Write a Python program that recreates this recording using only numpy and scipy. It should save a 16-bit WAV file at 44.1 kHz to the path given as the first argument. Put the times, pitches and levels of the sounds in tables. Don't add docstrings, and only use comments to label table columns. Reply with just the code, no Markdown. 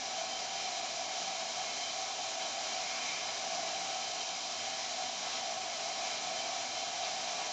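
import sys
import numpy as np
from scipy import signal
from scipy.fft import rfft, irfft, next_fast_len
from scipy.io import wavfile
from scipy.ndimage import uniform_filter1d

SR = 44100
rng = np.random.default_rng(int(sys.argv[2]) if len(sys.argv) > 2 else 0)


def ratio_of_db(decibels):
    return 10 ** (np.asarray(decibels, float) / 20)


def output_pcm(signal):
    pcm = np.clip(np.atleast_2d(signal).T, -1, 1) * 32767
    wavfile.write(sys.argv[1], SR, np.round(pcm).astype(np.int16))


N = 331632


def evened(x):
    return x / np.sqrt(np.mean(x ** 2) + 1e-20)


def read(points, hz):
    f, value = np.transpose(points)
    return np.interp(np.log(hz + 1), np.log(f + 1), value)


def bell(x, centre, width, order=2):
    return 2. ** (-(2 * (x - centre) / width) ** order)


def mode(hz, centre_hz, width_hz, steep):
    distance = abs(2 * (hz - centre_hz) / width_hz)
    return evened((1 + distance ** (2 * steep)) ** -.5)


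def swells(t, rows):
    return sum(db * bell(t, s, length, order=4) for s, length, db in rows)


def hum():
    # (frequency [Hz], level [dB rms])
    hum_tones = [(59, -88), (83, -86), (104, -80), (120, -85), (179, -75), (233.5, -70.5), (257, -75),
                 (360, -75)]
    hz, db = np.transpose(hum_tones)[:, :, None]
    waver = uniform_filter1d(rng.standard_normal((len(hz), N)), size=SR // 3, axis=1)
    turns = hz * np.arange(N) / SR + rng.random((len(hz), 1))
    tones = np.sqrt(2) * ratio_of_db(db + 3.1 * evened(waver)) * np.sin(2 * np.pi * turns)
    return tones.sum(axis=0)


def kitchen(x):
    # (frequency [Hz], width
    # [Hz], level [dB])
    standing_waves = [(104, 16, 5), (130, 12, -3), (165, 14, -5), (179, 8, 5), (215, 30, -3.5),
                      (257, 14, 5), (285, 12, -5), (305, 30, 2.5), (345, 14, -4), (382, 26, -2),
                      (413, 12, 4), (468, 12, -3), (506, 18, -6), (576, 30, -2), (659, 12, 5.5),
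                      (675, 10, -6), (692, 11, 4.5), (705, 10, -6), (718, 8, 4), (733, 14, -4),
                      (754, 16, 4), (767, 6, -8), (778, 14, 5), (798, 12, -8), (815, 20, -3), (857, 18, -4),
                      (891, 14, -5), (925, 12, -8), (978, 14, 4.5), (1035, 36, -4.5)]
    # (frequency [Hz], width [Hz], level [dB])
    surface_comb = [(1065, 16, 2.2), (1092, 16, -2.5), (1103, 100, 1.5), (1119, 16, 2.0), (1141, 16, -2.2),
                    (1157, 16, 2.0), (1189, 24, -3.8), (1248, 24, -5.0), (1297, 36, 4.1), (1372, 24, -4.3),
                    (1415, 16, -3.2), (1485, 16, 2.8), (1555, 24, -4.9), (1674, 16, -2.1), (1684, 60, 3.7),
                    (1900, 100, -3.3), (1927, 16, -2.7), (1975, 16, 2.5), (2013, 16, 3.1), (2067, 36, -5.7),
                    (2121, 24, 2.6), (2164, 36, 5.7), (2207, 16, -5.9), (2304, 60, 3.6), (2379, 16, -2.4),
                    (2411, 24, 4.9), (2449, 16, 2.4), (2578, 16, -3.5), (2627, 24, -4.5), (2680, 24, -2.2),
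                    (2793, 20, -3.9), (2944, 30, -3.9), (3041, 30, -2.5), (3090, 20, 3.2), (3111, 120, 5.1),
                  (3122, 20, -2.5), (3224, 30, -4.2), (3316, 20, -3.8), (3386, 45, -4.0), (3477, 30, 2.4),
                  (3542, 45, -3.0), (3725, 45, -2.9), (3784, 30, -2.3), (3854, 45, 3.2), (3983, 120, 1.5),
                  (4112, 45, 3.6), (4252, 20, -2.6), (4328, 120, -1.5), (4667, 70, -1.9), (4801, 20, 2.5),
                  (4904, 20, -2.9), (4968, 45, 4.3), (5022, 30, -2.7), (5092, 30, 3.3), (5356, 45, -3.6),
                  (5507, 45, -2.4), (5717, 120, 1.0), (5937, 70, 2.9), (6126, 120, -1.6), (6260, 45, 2.6)]
    room_size = next_fast_len(N + SR)
    hz, t = np.fft.rfftfreq(room_size, 1 / SR), np.arange(SR // 2) / SR
    colour_db = sum(1.17 * db * bell(hz, f, width) for f, width, db in standing_waves)
    colour_db += sum(1.15 * db * bell(hz, f, width) for f, width, db in surface_comb)
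    tail = rng.standard_normal(len(t)) * ratio_of_db(-60 * t / 0.35) * (t > 0.02)
    tail *= ratio_of_db(-12) / np.linalg.norm(tail)
    tail_share = np.clip((hz - 900) / 1500, 0, 1)
    response = ratio_of_db(colour_db) * (1 + tail_share * rfft(tail, room_size))
    return irfft(rfft(x, room_size) * response, room_size)[:N]


def knock(hz, t):
    return np.outer(bell(hz, 35, 40), swells(t, [(.37, .08, 12)]))


def spray(hz, t):
    # (time [s], length [s], level [dB])
    spray_moves = [
        (.63, .12, 2),
        (2.92, .12, 0),
        (4.3, 0.43, -2),
        (4.824, .15, 5),
        (5.317, 0.09, -1),
        (6.85, .12, -3.5),
    ]
    return np.outer(bell(hz, 1940, 430), swells(t, spray_moves))


def whistle(hz, t):
    # (time [s], length [s], level [dB])
    whistle_moves = [
        (.33, 0.091, 6.5),
        (1.85, 0.12, 6),
        (3.43, .1, -6),
        (4.222, .1, 5),
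        (4.652, 0.23, 4.5),
        (5.6, .35, -1),
        (6.4, 0.09, 6),
        (6.6, 0.24, -4),
        (7.42, .15, -2),
    ]
    return np.outer(bell(hz, 3120, 110), swells(t, whistle_moves))


def puffs(hz, t):
    # (time [s], length [s], level [dB])
    water_slugs = [
        (.63, .12, 1.2),
        (3.05, .15, .8),
        (5.32, .12, 3.3),
        (6.05, .08, 1),
        (7.06, .07, 3),
        (7.28, .15, 1.2),
    ]
    return np.outer(bell(hz, 3350, 4700), swells(t, water_slugs))


def mug_moves(t, drive_db):
    # (time [s], length [s], upper mode level [dB])
    rim_swings = [
        (3.02, .5, 6.5),
        (6.2, .8, 2),
        (5.1, .8, -2.5),
        (2.1, .25, -2),
    ]
    # (time [s], length [s], level [dB])
    cavity_booms = [
        (.2, 0.13, 3.5),
        (1.602, 0.061, 5),
        (2.59, 0.055, 3.5),
        (3.05, 0.18, -4),
        (3.6, 0.28, 1),
        (4.2, .3, -0.5),
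        (4.985, 0.092, 3.5),
        (5.33, 0.092, -5),
        (7.047, 0.083, 3),
        (7.4, 0.039, 5.5),
    ]
    swing_db = swells(t, rim_swings)
    cavity_db = swells(t, cavity_booms) - 0.27 * swing_db
    follows = 0, 2.2, 1.1, 0.68
    return np.outer(follows, drive_db - drive_db.mean()) + [0 * t, cavity_db, 0 * t, swing_db]


def eddies(hz, t):
    real, imaginary = rng.standard_normal((2, len(hz), len(t)))
    chance = real + 1j * imaginary
    steadying = 0.35 * bell(hz, 300, 1600)[:, None]
    return chance / (abs(chance) + 1e-9) ** steadying


def gusts(hz, t):
    patches = uniform_filter1d(rng.standard_normal((len(hz), len(t))), size=20, axis=0)
    patches = evened(uniform_filter1d(patches, size=9, axis=1))
    shared = evened(uniform_filter1d(rng.standard_normal(len(t)), size=6))
    return 0.4 * patches + 0.4 * shared


def steam():
    # (frequency [Hz], level [dB per Hz])
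    hiss_curve = [(1500, -36), (2100, -9.5), (2700, -5), (3500, -4), (4100, -2.5), (4600, -4), (5800, -2),
                  (6300, -4.5), (7100, -6), (8100, -10)]
    # (frequency [Hz], level [dB per Hz])
    roar_curve = [(20, -25), (45, -20.5), (80, -24.5), (150, -7), (300, -6), (550, -2), (900, 2),
                  (1200, -2), (1700, -5), (1950, -5), (2300, -14.5), (3000, -48.5)]
    # (time [s], jet strength [dB], drive of the mug air [dB])
    jet_course = [(0, -41, -2), (.9, -41, -2), (1.6, -40, -2.5), (2.1, -40.5, -2.5), (2.6, -40, -2),
                  (3.7, -40, -1.5), (4.4, -40.5, -3), (5.0, -40, -3), (5.5, -41.5, -1.5), (6.0, -40, -1.5),
                  (6.8, -40.5, -2), (7.52, -40.5, -1.5)]
    window, hop = 1024, 256
    hz = np.fft.rfftfreq(window, 1 / SR)
    t = (np.arange(N // hop + 9) * hop - window) / SR
    s, *columns = np.transpose(jet_course)
    jet_db, drive_db = (np.interp(t, s, column) for column in columns)

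    hiss, roar = evened(ratio_of_db(read(hiss_curve, hz))), evened(ratio_of_db(read(roar_curve, hz)))
    cavity, upper = mode(hz, 725, 134, 2.45), mode(hz, 2333, 390, 1.6)
    layers = zip((hiss, cavity, roar, upper), mug_moves(t, drive_db), (4.5, -0.46, -3.5, -12.0))
    power = sum(np.outer(shape, ratio_of_db(db + trim_db)) ** 2 for shape, db, trim_db in layers)

    flares_db = puffs(hz, t) + whistle(hz, t) + spray(hz, t) + knock(hz, t)
    z = eddies(hz, t) * np.sqrt(power) * ratio_of_db(gusts(hz, t) + flares_db + jet_db)
    noise = signal.istft(z, nperseg=window, noverlap=window - hop)[1]
    return noise[window:][:N] * ratio_of_db(-28.0)


def scene():
    return np.tile(kitchen(steam()) + hum(), (2, 1))


def band_limit(x):
    return signal.sosfilt(signal.butter(12, 9220, fs=SR, output="sos"), x)


def record(dry):
    # (frequency [Hz], level [dB])
    guard_curve = [(7000, 0), (7400, -3), (7600, -5), (7800, -12), (7900, -20), (7950, -27), (8000, -38),
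                   (8020, -90)]
    # (frequency [Hz], level [dB])
    mirror_curve = [(8000, -1), (8100, -3), (8200, -7), (8400, -12), (8700, -20), (9000, -36), (9100, -43),
                    (9200, -52), (9250, -60)]
    mic_rate_hz = 16000
    hz = np.fft.rfftfreq(N, 1 / SR)
    sampled = irfft(rfft(dry) * ratio_of_db(read(guard_curve, hz)), N)
    folded = 2 * sampled * np.cos(2 * np.pi * mic_rate_hz * np.arange(N) / SR)
    leak = ratio_of_db(read(mirror_curve, hz)) * (hz > mic_rate_hz / 2)
    mix = sampled + irfft(rfft(folded) * leak, N)
    return band_limit(mix)


dry = scene()
out = record(dry)
output_pcm(out)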